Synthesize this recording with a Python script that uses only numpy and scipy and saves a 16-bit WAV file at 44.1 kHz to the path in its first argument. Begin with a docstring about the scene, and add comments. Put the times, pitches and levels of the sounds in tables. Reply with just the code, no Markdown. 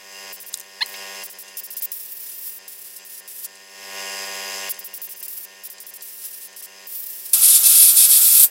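"""A small compressor hums at about 96 piston strokes a second, ducking at each puff of air and swelling in
long pauses. An airbrush blows dry air over small parts held in tweezers above cardboard: short taps of
the trigger, then longer blows. The tools click, and squeak once. Last comes a loud, ringing blast where
the jet strikes an edge of the part. Close, mono."""
import sys
import numpy as np
from scipy import signal
from scipy.fft import rfft, irfft, next_fast_len
from scipy.io import wavfile
from scipy.ndimage import uniform_filter1d, map_coordinates

SR = 44100
rng = np.random.default_rng(int(sys.argv[2]) if len(sys.argv) > 2 else 0)


def generate_wav(signal):
    """Clip the signal to [-1, 1] and save it as 16-bit WAV at the path in sys.argv[1]."""
    frames = np.transpose(np.atleast_2d(signal))
    scaled = np.clip(frames, -1, 1) * 32767
    pcm = np.round(scaled).astype(np.int16)
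    wavfile.write(sys.argv[1], SR, pcm)


N = 374830
TOP_HZ = 15820


def amp(db):
    """Decibels to gain."""
    return 10 ** (np.asarray(db) / 20)


def unit(x):
    """Scale to rms 1."""
    return x / np.sqrt(np.mean(x ** 2) + 1e-20)


def clock():
    """Sample times in s."""
    return np.arange(N) / SR


def curves(rows):
    """One value per sample for each column after the time."""
    times_s, *columns = np.transpose(rows)
    return [np.interp(clock(), times_s, column) for column in columns]


def colour(points):
    """Gain against log frequency through (f/Hz, level/dB) points."""
    points_hz, db = np.transpose(points)
    return lambda hz: amp(np.interp(np.log(hz + 1), np.log(points_hz), db))


def resonances(modes):
    """Causal response of (f/Hz, width/Hz, level/dB) modes, alternating in sign."""
    return lambda hz: sum((-1) ** k * amp(db) * 1j * hz * width / (centre ** 2 - hz ** 2 + 1j * hz * width)
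                          for k, (centre, width, db) in enumerate(modes))


def filtered(x, response):
    """Apply a frequency response."""
    size = next_fast_len(N + SR // 2)
    return irfft(rfft(x, size) * response(np.fft.rfftfreq(size, 1 / SR)), size)[:N]


def hiss(spectrum):
    """Coloured noise, rms 1, rolled off below its first point."""
    skirt = lambda hz: np.minimum(hz / spectrum[0][0], 1) ** 2
    return unit(filtered(rng.standard_normal(N), lambda hz: colour(spectrum)(hz) * skirt(hz)))


def wobble(rate_hz):
    """Smooth random curve with knots at rate_hz."""
    return map_coordinates(rng.standard_normal(int(N * rate_hz / SR) + 4), [clock() * rate_hz])


def gate(on_s, off_s, rise_s, fall_s):
    """1 between two times, with linear ramps."""
    t = clock()
    return np.clip((t - on_s) / rise_s + .5, 0, 1) * np.clip((off_s - t) / fall_s + .5, 0, 1)


def lagged(x, lag_s):
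    """First-order lag."""
    step = 1 / (lag_s * SR)
    return signal.lfilter([step], [1, step - 1], x)


def stroke_rate_hz(valve, rest_hz=97.09, sag_hz=1.2, jolt_hz=.83, full_load=.67):
    """The motor sags while air is drawn and is jolted as the valve opens or shuts."""
    load = np.minimum(lagged(valve, lag_s=.09) / full_load, 1)
    return rest_hz - sag_hz * load + jolt_hz * (valve - lagged(valve, lag_s=.07))


# hum swells: start t/s, gain/dB
HUM_SWELLS = [(-.04, 10), (.72, 12), (3.68, 16), (6.66, 4)]


def swell_db(valve_threshold_db, rise_s=.31, drop_s=.0068, linger_s=.26, linger_share=.41):
    """The hum grows in a long pause and drops at the next full press; a share lingers."""
    t, total_db = clock(), np.zeros(N)
    for start_s, gain_db in HUM_SWELLS:
        press_s = min(on_s for on_s, _, db in TRIGGER_PRESSES if on_s > start_s and db > valve_threshold_db)
        grown = np.clip((np.minimum(t, press_s) - start_s) / rise_s, 0, 1)
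        since_s = np.maximum(t - press_s, 0)
        lingering = linger_share * np.exp(-since_s / linger_s)
        dropping = (1 - linger_share) * np.exp(-(since_s / drop_s) ** 2)
        total_db += gain_db * grown * (lingering + dropping)
    return total_db


# piston tone: multiple of stroke rate, relative level/dB
STROKE_PARTIALS = [(1, -35), (2, -7), (3, -13), (4, -2), (5, -3), (6, 0), (7, -3), (8, -2.5), (9, -13),
                   (10, -1), (11, -0.5), (12, -7), (13, -15.5), (14, -19), (15, -3.5), (16, -68), (17, 0),
                   (18, -8.5), (19, 1), (20, -5), (21, -0.5), (22, -3), (23, -7), (24, -25), (25, -4.5),
                   (26, -2), (27, -5), (28, -18), (29, -3), (30, -43), (31, -22), (32, -6), (33, -6.5)]
# motor mains hum: f/Hz, relative level/dB
MAINS_PARTIALS = [(100, -35), (400, -18), (500, -20), (700, -30), (800, -21), (900, -24), (1300, -35)]
# air chuff of a stroke: f/Hz, relative level/dB
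CHUFF_SPECTRUM = [(40, -38), (100, -42), (200, -12), (500, -8), (1300, -10.5), (2000, -1), (2800, 5),
                  (4000, -6), (5300, -6), (7800, -10), (9500, -10), (12500, -10), (16000, -15)]
# casing resonances: f/Hz, width/Hz, relative level/dB
CASING_MODES = [(1858, 44, -4), (2792, 39, 1.5), (4980, 130, -1), (5295, 100, -4), (6190, 160, -4.5),
                (6960, 260, -11), (7520, 200, -10.5), (10240, 42, -4), (12100, 250, -21), (12050, 250, -24)]


def compressor(valve, hum_db=-50, duck_db=-7, dip_db=-2, bass_db=-50.5, bass_duck_db=-2.5, pulse_db=-7):
    """Each piston stroke gives a tone, a chuff of air and a casing rattle; all duck while air flows."""
    turns = np.cumsum(stroke_rate_hz(valve) * (1 + .0006 * wobble(25))) / SR
    # late, scattered upper partials smear each pulse
    tone = unit(sum(amp(db) * np.cos(2 * np.pi * k * turns + 1.08 * rng.standard_normal() - k * k / 5)
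                    for k, db in STROKE_PARTIALS))
    mains = sum(amp(db) * np.sqrt(2) * np.sin(2 * np.pi * (hz * clock() + rng.random()))
                for hz, db in MAINS_PARTIALS)
    # the buzz repeats every stroke; the air noise does not
    above_tone = np.arange(165) > len(STROKE_PARTIALS)
    cycle = unit(irfft(above_tone * np.exp(2j * np.pi * rng.random(len(above_tone))), 1024))
    buzz = map_coordinates(cycle, [turns % 1 * len(cycle)], mode="grid-wrap")
    drive = amp(pulse_db * (turns % 1)) * (.8 * buzz + rng.standard_normal(N))
    chuff = unit(filtered(drive, colour(CHUFF_SPECTRUM)))
    rattle = unit(sum(filtered(drive, resonances([mode])) * amp(1.56 * wobble(9.2))
                      for mode in CASING_MODES))
    running = amp(-1) * tone + mains + amp(-3.5 + wobble(13)) * chuff + amp(-1 + wobble(7.2)) * rattle
    bass = filtered(running, lambda hz: 1 / (1 + (hz / 520) ** 16))
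    # deepest dip just after the valve opens; the bass swings less
    swing_db = swell_db(LEAK_DB) + dip_db * np.maximum(valve - lagged(valve, lag_s=.12), 0)
    upper_gain = amp(hum_db + swing_db + duck_db * valve)
    bass_gain = amp(bass_db + .79 * swing_db + bass_duck_db * valve)
    # partial 19 sits on a casing mode and whines on through the blows
    whine_db = -59.5 - 8 * np.maximum(valve - lagged(valve, lag_s=.34), 0) + 2 * wobble(4.5)
    whine = amp(whine_db) * np.sin(2 * np.pi * 19 * turns + .6 * wobble(45))
    return bass * bass_gain + (running - bass) * upper_gain + whine


# workshop noise: f/Hz, relative level/dB
ROOM_SPECTRUM = [(25, -20), (100, -11), (250, -4), (500, -3.5), (1300, -.5), (2700, 8.5), (4000, 4.5),
                 (5300, 6.5), (9000, -1), (16000, -8)]


def room_tone():
    """Faint steady workshop noise."""
    return amp(-54) * hiss(ROOM_SPECTRUM)


LEAK_DB = -39.5  # a fainter press only cracks the valve: no load on the compressor
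# taps and held blows: open t/s, close t/s, hiss level/dB
TRIGGER_PRESSES = [(0.326, 0.365, -30.5), (.401, 0.435, -34), (0.463, 0.497, -33), (0.528, 0.56, -35),
                   (.865, 0.974, -40), (1.236, 1.267, -30.5), (1.298, 1.335, -37), (1.387, 1.43, -36.5),
                   (1.57, 1.605, -26.5), (1.634, 1.67, -31), (1.705, 1.742, -30), (1.767, 1.802, -26),
                   (1.821, 1.859, -21.5), (1.917, 2.585, -32.5), (2.679, 2.991, -36), (3.049, 3.204, -36),
                   (3.277, 3.464, -34), (4.694, 4.721, -22.5), (4.791, 4.808, -32.5), (4.844, 4.878, -31.5),
                   (4.939, 4.981, -30.5), (5.017, 5.073, -29.5), (5.093, 5.14, -31.5), (5.161, 5.212, -35),
                   (5.227, 5.267, -30), (5.281, 5.454, -31.5), (5.637, 5.677, -30), (5.7, 5.736, -34),
                   (5.803, 5.835, -36), (5.866, 5.909, -35.5), (5.938, 5.976, -34), (6.021, 6.478, -36),
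                   (6.563, 6.611, -36), (6.624, 6.663, -33.5), (6.87, 8.458, -32.5)]
# jet grazing the part: centre t/s, half width/s, gain/dB
JET_GRAZES = [(1.944, 0.041, 5), (2.435, 0.044, 2), (2.557, .015, 0.5), (3.454, .012, 6.5),
              (6.25, 0.12, 3.5), (7.02, 0.084, 3.5)]


def trigger(spit_db=4, spit_s=.0055, wander_db=.57):
    """Valve opening and hiss gain: stored pressure spits out, then the flow wanders over the part."""
    t, valve, hiss_gain = clock(), np.zeros(N), np.zeros(N)
    for on_s, off_s, db in TRIGGER_PRESSES:
        opening = gate(on_s, off_s, rise_s=.0025, fall_s=.007)
        valve += opening * (db > LEAK_DB)
        hiss_gain += opening * amp(db + spit_db * np.exp(-np.abs(t - on_s) / spit_s))
    valve = uniform_filter1d(np.minimum(valve, 1), size=220)
    graze_db = sum(db * np.exp(-((t - centre_s) / half_s) ** 2) for centre_s, half_s, db in JET_GRAZES)
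    return valve, hiss_gain * amp(graze_db + wander_db * wobble(35))


# nozzle hiss: f/Hz, relative level/dB
JET_SPECTRUM = [(1000, -25), (2500, -17.5), (4200, -14.5), (5300, -6.5), (6500, -12), (7700, -6),
                (8500, -8), (9700, -1.5), (11200, -0.5), (11800, -3.5), (13000, 4.5), (13700, 4),
                (14900, 5.5), (16000, 3)]
# squareness of aim, heard as sharpness: t/s, high band over low band/dB
AIM_TILT = [(.4, -3), (1.3, -6), (1.8, 1.5), (2.2, -1), (2.6, -2), (3.1, -8), (3.45, -6), (4.7, -1),
            (5.3, 0), (5.8, -2.5), (6.2, -4.5), (6.6, -8), (7, 2), (7.3, -4)]


def jet(hiss_gain, split_hz=12300, flutter_db=2, drift_db=1.4):
    """Nozzle hiss; its low and high bands waver apart as the jet wanders over the part."""
    air = reflections(hiss(JET_SPECTRUM))
    low = filtered(air, lambda hz: 1 / (1 + (hz / split_hz) ** 16))
    tilt_db = curves(AIM_TILT)[0]
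    low_gain = amp(drift_db * wobble(18) - tilt_db / 2)
    high_gain = amp(drift_db * wobble(24) + tilt_db / 2)
    return (low * low_gain + (air - low) * high_gain) * hiss_gain * amp(.44 + flutter_db * wobble(90))


def reflections(x, count=12):
    """Weak echoes off hands, cup and cardboard; their movement shifts the notches in the hiss."""
    out = x.copy()
    for delay_s in rng.uniform(.002, .012, count):
        moving_s = delay_s + 12e-6 * wobble(5)
        out += .12 * rng.choice([-1, 1]) * map_coordinates(x, [np.arange(N) - moving_s * SR])
    return out * np.std(x) / np.std(out)


def room(x, t60_s):
    """Short diffuse tail from bench and walls."""
    t = np.arange(SR // 3) / SR
    tail = rng.standard_normal(len(t)) * amp(-60 * t / t60_s) * (t > .002)
    return signal.fftconvolve(x, tail / np.linalg.norm(tail))[:N]


# metal and plastic contacts: t/s, peak level/dB, f/Hz, t60/s
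TOOL_CONTACTS = [(.537, -26, 9000, 0.027), (0.5412, -5.5, 6650, 0.0082), (.541, -31.5, 1730, .014),
                 (.5742, -19, 10000, 0.0068), (.586, -26, 7400, 0.011), (.5982, -16.5, 11000, .004),
                 (.603, -19, 9480, .009), (.612, -25, 7000, .012), (0.861, -17, 10200, .0077),
                 (.941, -25, 2820, .066), (1.481, -30.5, 6494, 0.052), (1.813, -29, 6500, 0.031),
                 (3.446, -25, 6500, 0.06), (3.554, -34, 7000, .04), (4.742, -28, 6200, .05),
                 (5.782, -30, 5997, .036), (5.802, -25, 10030, .008), (6.008, -31, 6100, 0.054),
                 (6.529, -34, 6150, .04)]


def clicks():
    """Each contact is a fast-dying crack of noise around its own pitch."""
    out, t = np.zeros(N), np.arange(SR // 10) / SR
    for start_s, db, pitch_hz, t60_s in TOOL_CONTACTS:
        band_hz = [pitch_hz / 1.45, min(pitch_hz * 1.45, TOP_HZ)]
        bandpass = signal.butter(2, band_hz, "bandpass", fs=SR, output="sos")
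        crack = signal.sosfilt(bandpass, rng.standard_normal(len(t)) * amp(-60 * t / t60_s))
        out[round(start_s * SR):][:len(t)] += amp(db) * crack / np.abs(crack).max()
    return out


# squeak contour: t/s, f/Hz, level/dB
SQUEAK_TRACK = [(0.806, 924, -55), (.809, 889, -23), (.815, 843, -20), (0.819, 943, -14.5),
                (.825, 1024, -13.5), (0.829, 1064, -10.5), (0.832, 1050, -40), (.834, 1040, -80)]
# colour of its harmonics: f/Hz, gain/dB
SQUEAK_SPECTRUM = [(850, -15.5), (1100, -15), (1750, -3), (2050, -9.5), (2600, -9), (3200, -12), (3700, -4),
                   (4150, 0), (4600, -16), (5300, -22), (7500, -50), (11000, -23.5), (14000, -50)]


def squeak():
    """Brief stick-slip tone that rises as the grip shifts."""
    pitch_hz, db = curves(SQUEAK_TRACK)
    phase = 2 * np.pi * np.cumsum(pitch_hz) / SR
    tone = sum(colour(SQUEAK_SPECTRUM)(k * pitch_hz) * np.sin(k * phase) for k in range(1, 13))
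    return tone * amp(db) * gate(SQUEAK_TRACK[0][0], SQUEAK_TRACK[-1][0], rise_s=.00079, fall_s=.001)


# jet catching the edge: on t/s, off t/s, rush level/dB, ring level/dB
EDGE_STRIKES = [(7.316, 7.355, -18, -13.5), (7.426, 7.58, -15.5, -13.5), (7.638, 7.736, -14, -18.5),
                (7.74, 7.912, -15, -15), (7.964, 8.064, -13.5, -18.5), (8.1, 8.187, -14.5, -15.5),
                (8.207, 8.443, -17.5, -17)]
# air resonances around part and tweezers: f/Hz, width/Hz, relative level/dB
GAP_MODES = [(3400, 340, -18), (4710, 240, -12), (5450, 190, -7.5), (7800, 270, -7), (8760, 240, -6),
             (9100, 150, 3), (9570, 180, 4), (10270, 190, 7.5), (11410, 240, 6)]
# edge rush, fine sizzle and air splash: f/Hz, relative level/dB
RUSH_SPECTRUM = [(1500, -48), (2000, -28), (2550, -12.5), (3030, -24.5), (3300, -9), (4300, -9),
                 (5300, -6.5), (6400, -9.5), (7200, -9), (7700, -6), (8200, -5.5), (9300, 0.5),
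                 (11200, 1.5), (13000, -18)]
SIZZLE_SPECTRUM = [(6000, -21), (8000, -3.5), (10500, -6), (11800, -1), (13100, 3), (13500, -4),
                   (14000, 4.5), (14650, -8), (15100, 0), (16000, -11)]
SPLASH_SPECTRUM = [(25, -35), (100, -19), (200, -24.5), (350, -25.5), (700, -17.5), (1000, -21.5),
                   (1300, -12), (1900, -18), (3500, -10), (7000, -7.5), (10000, -15), (11500, 3),
                   (13000, -3), (16000, -14)]
# sizzle envelope: t/s, relative level/dB
SIZZLE_TRACK = [(7.34, -16), (7.366, -22), (7.498, -19.5), (7.634, -23.5), (7.672, -16), (7.954, -21.5),
                (7.974, -15.5), (8.04, -19.5), (8.44, -13)]


def blast(start_s=7.3325, end_s=8.448, t60_s=.086, beside_rush_db=-26.5, beside_ring_db=-29,
          flutter_db=1.3):
    """The jet slides on and off an edge: loud ringing turbulence and sizzle over a steady air splash."""
    rush_gain, ring_gain = amp(beside_rush_db), amp(beside_ring_db)
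    for on_s, off_s, rush_db, ring_db in EDGE_STRIKES:
        caught = gate(on_s, off_s, rise_s=.02, fall_s=.025)
        rush_gain = rush_gain + caught * (amp(rush_db) - amp(beside_rush_db))
        ring_gain = ring_gain + caught * (amp(ring_db) - amp(beside_ring_db))
    turbulence = hiss([(3000, .011), (16000, .005)])
    # each gap rings more or less as the part turns in the jet
    ringing = unit(sum(filtered(turbulence, resonances([gap])) * amp(3.5 * wobble(11))
                       for gap in GAP_MODES))
    edge = (rush_gain * hiss(RUSH_SPECTRUM) + ring_gain * ringing) * amp(flutter_db * wobble(110))
    sizzle = amp(curves(SIZZLE_TRACK)[0] + 1.3 + flutter_db * wobble(110)) * hiss(SIZZLE_SPECTRUM)
    splash = amp(-23) * hiss(SPLASH_SPECTRUM)
    release = amp(-60 * np.maximum(clock() - end_s, 0) / t60_s)
    return (reflections(edge + sizzle) + splash) * (clock() > start_s) * release


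def scene():
    """Air, handling, compressor and room tone, alike in both channels."""
    valve, hiss_gain = trigger()
    air = jet(hiss_gain) + blast()
    handling = clicks() + squeak()
    reverb = amp(-15) * room(air, t60_s=.026) + amp(-11) * room(handling, t60_s=.048)
    mono = air + handling + reverb + compressor(valve) + room_tone()
    return np.array([mono, mono])


def record(dry):
    """Hard limit at full scale, then cut everything above TOP_HZ."""
    limited = np.clip(dry, -1, 1)
    return np.array([filtered(channel, lambda hz: hz < TOP_HZ) for channel in limited])


dry = scene()
out = record(dry)
generate_wav(out)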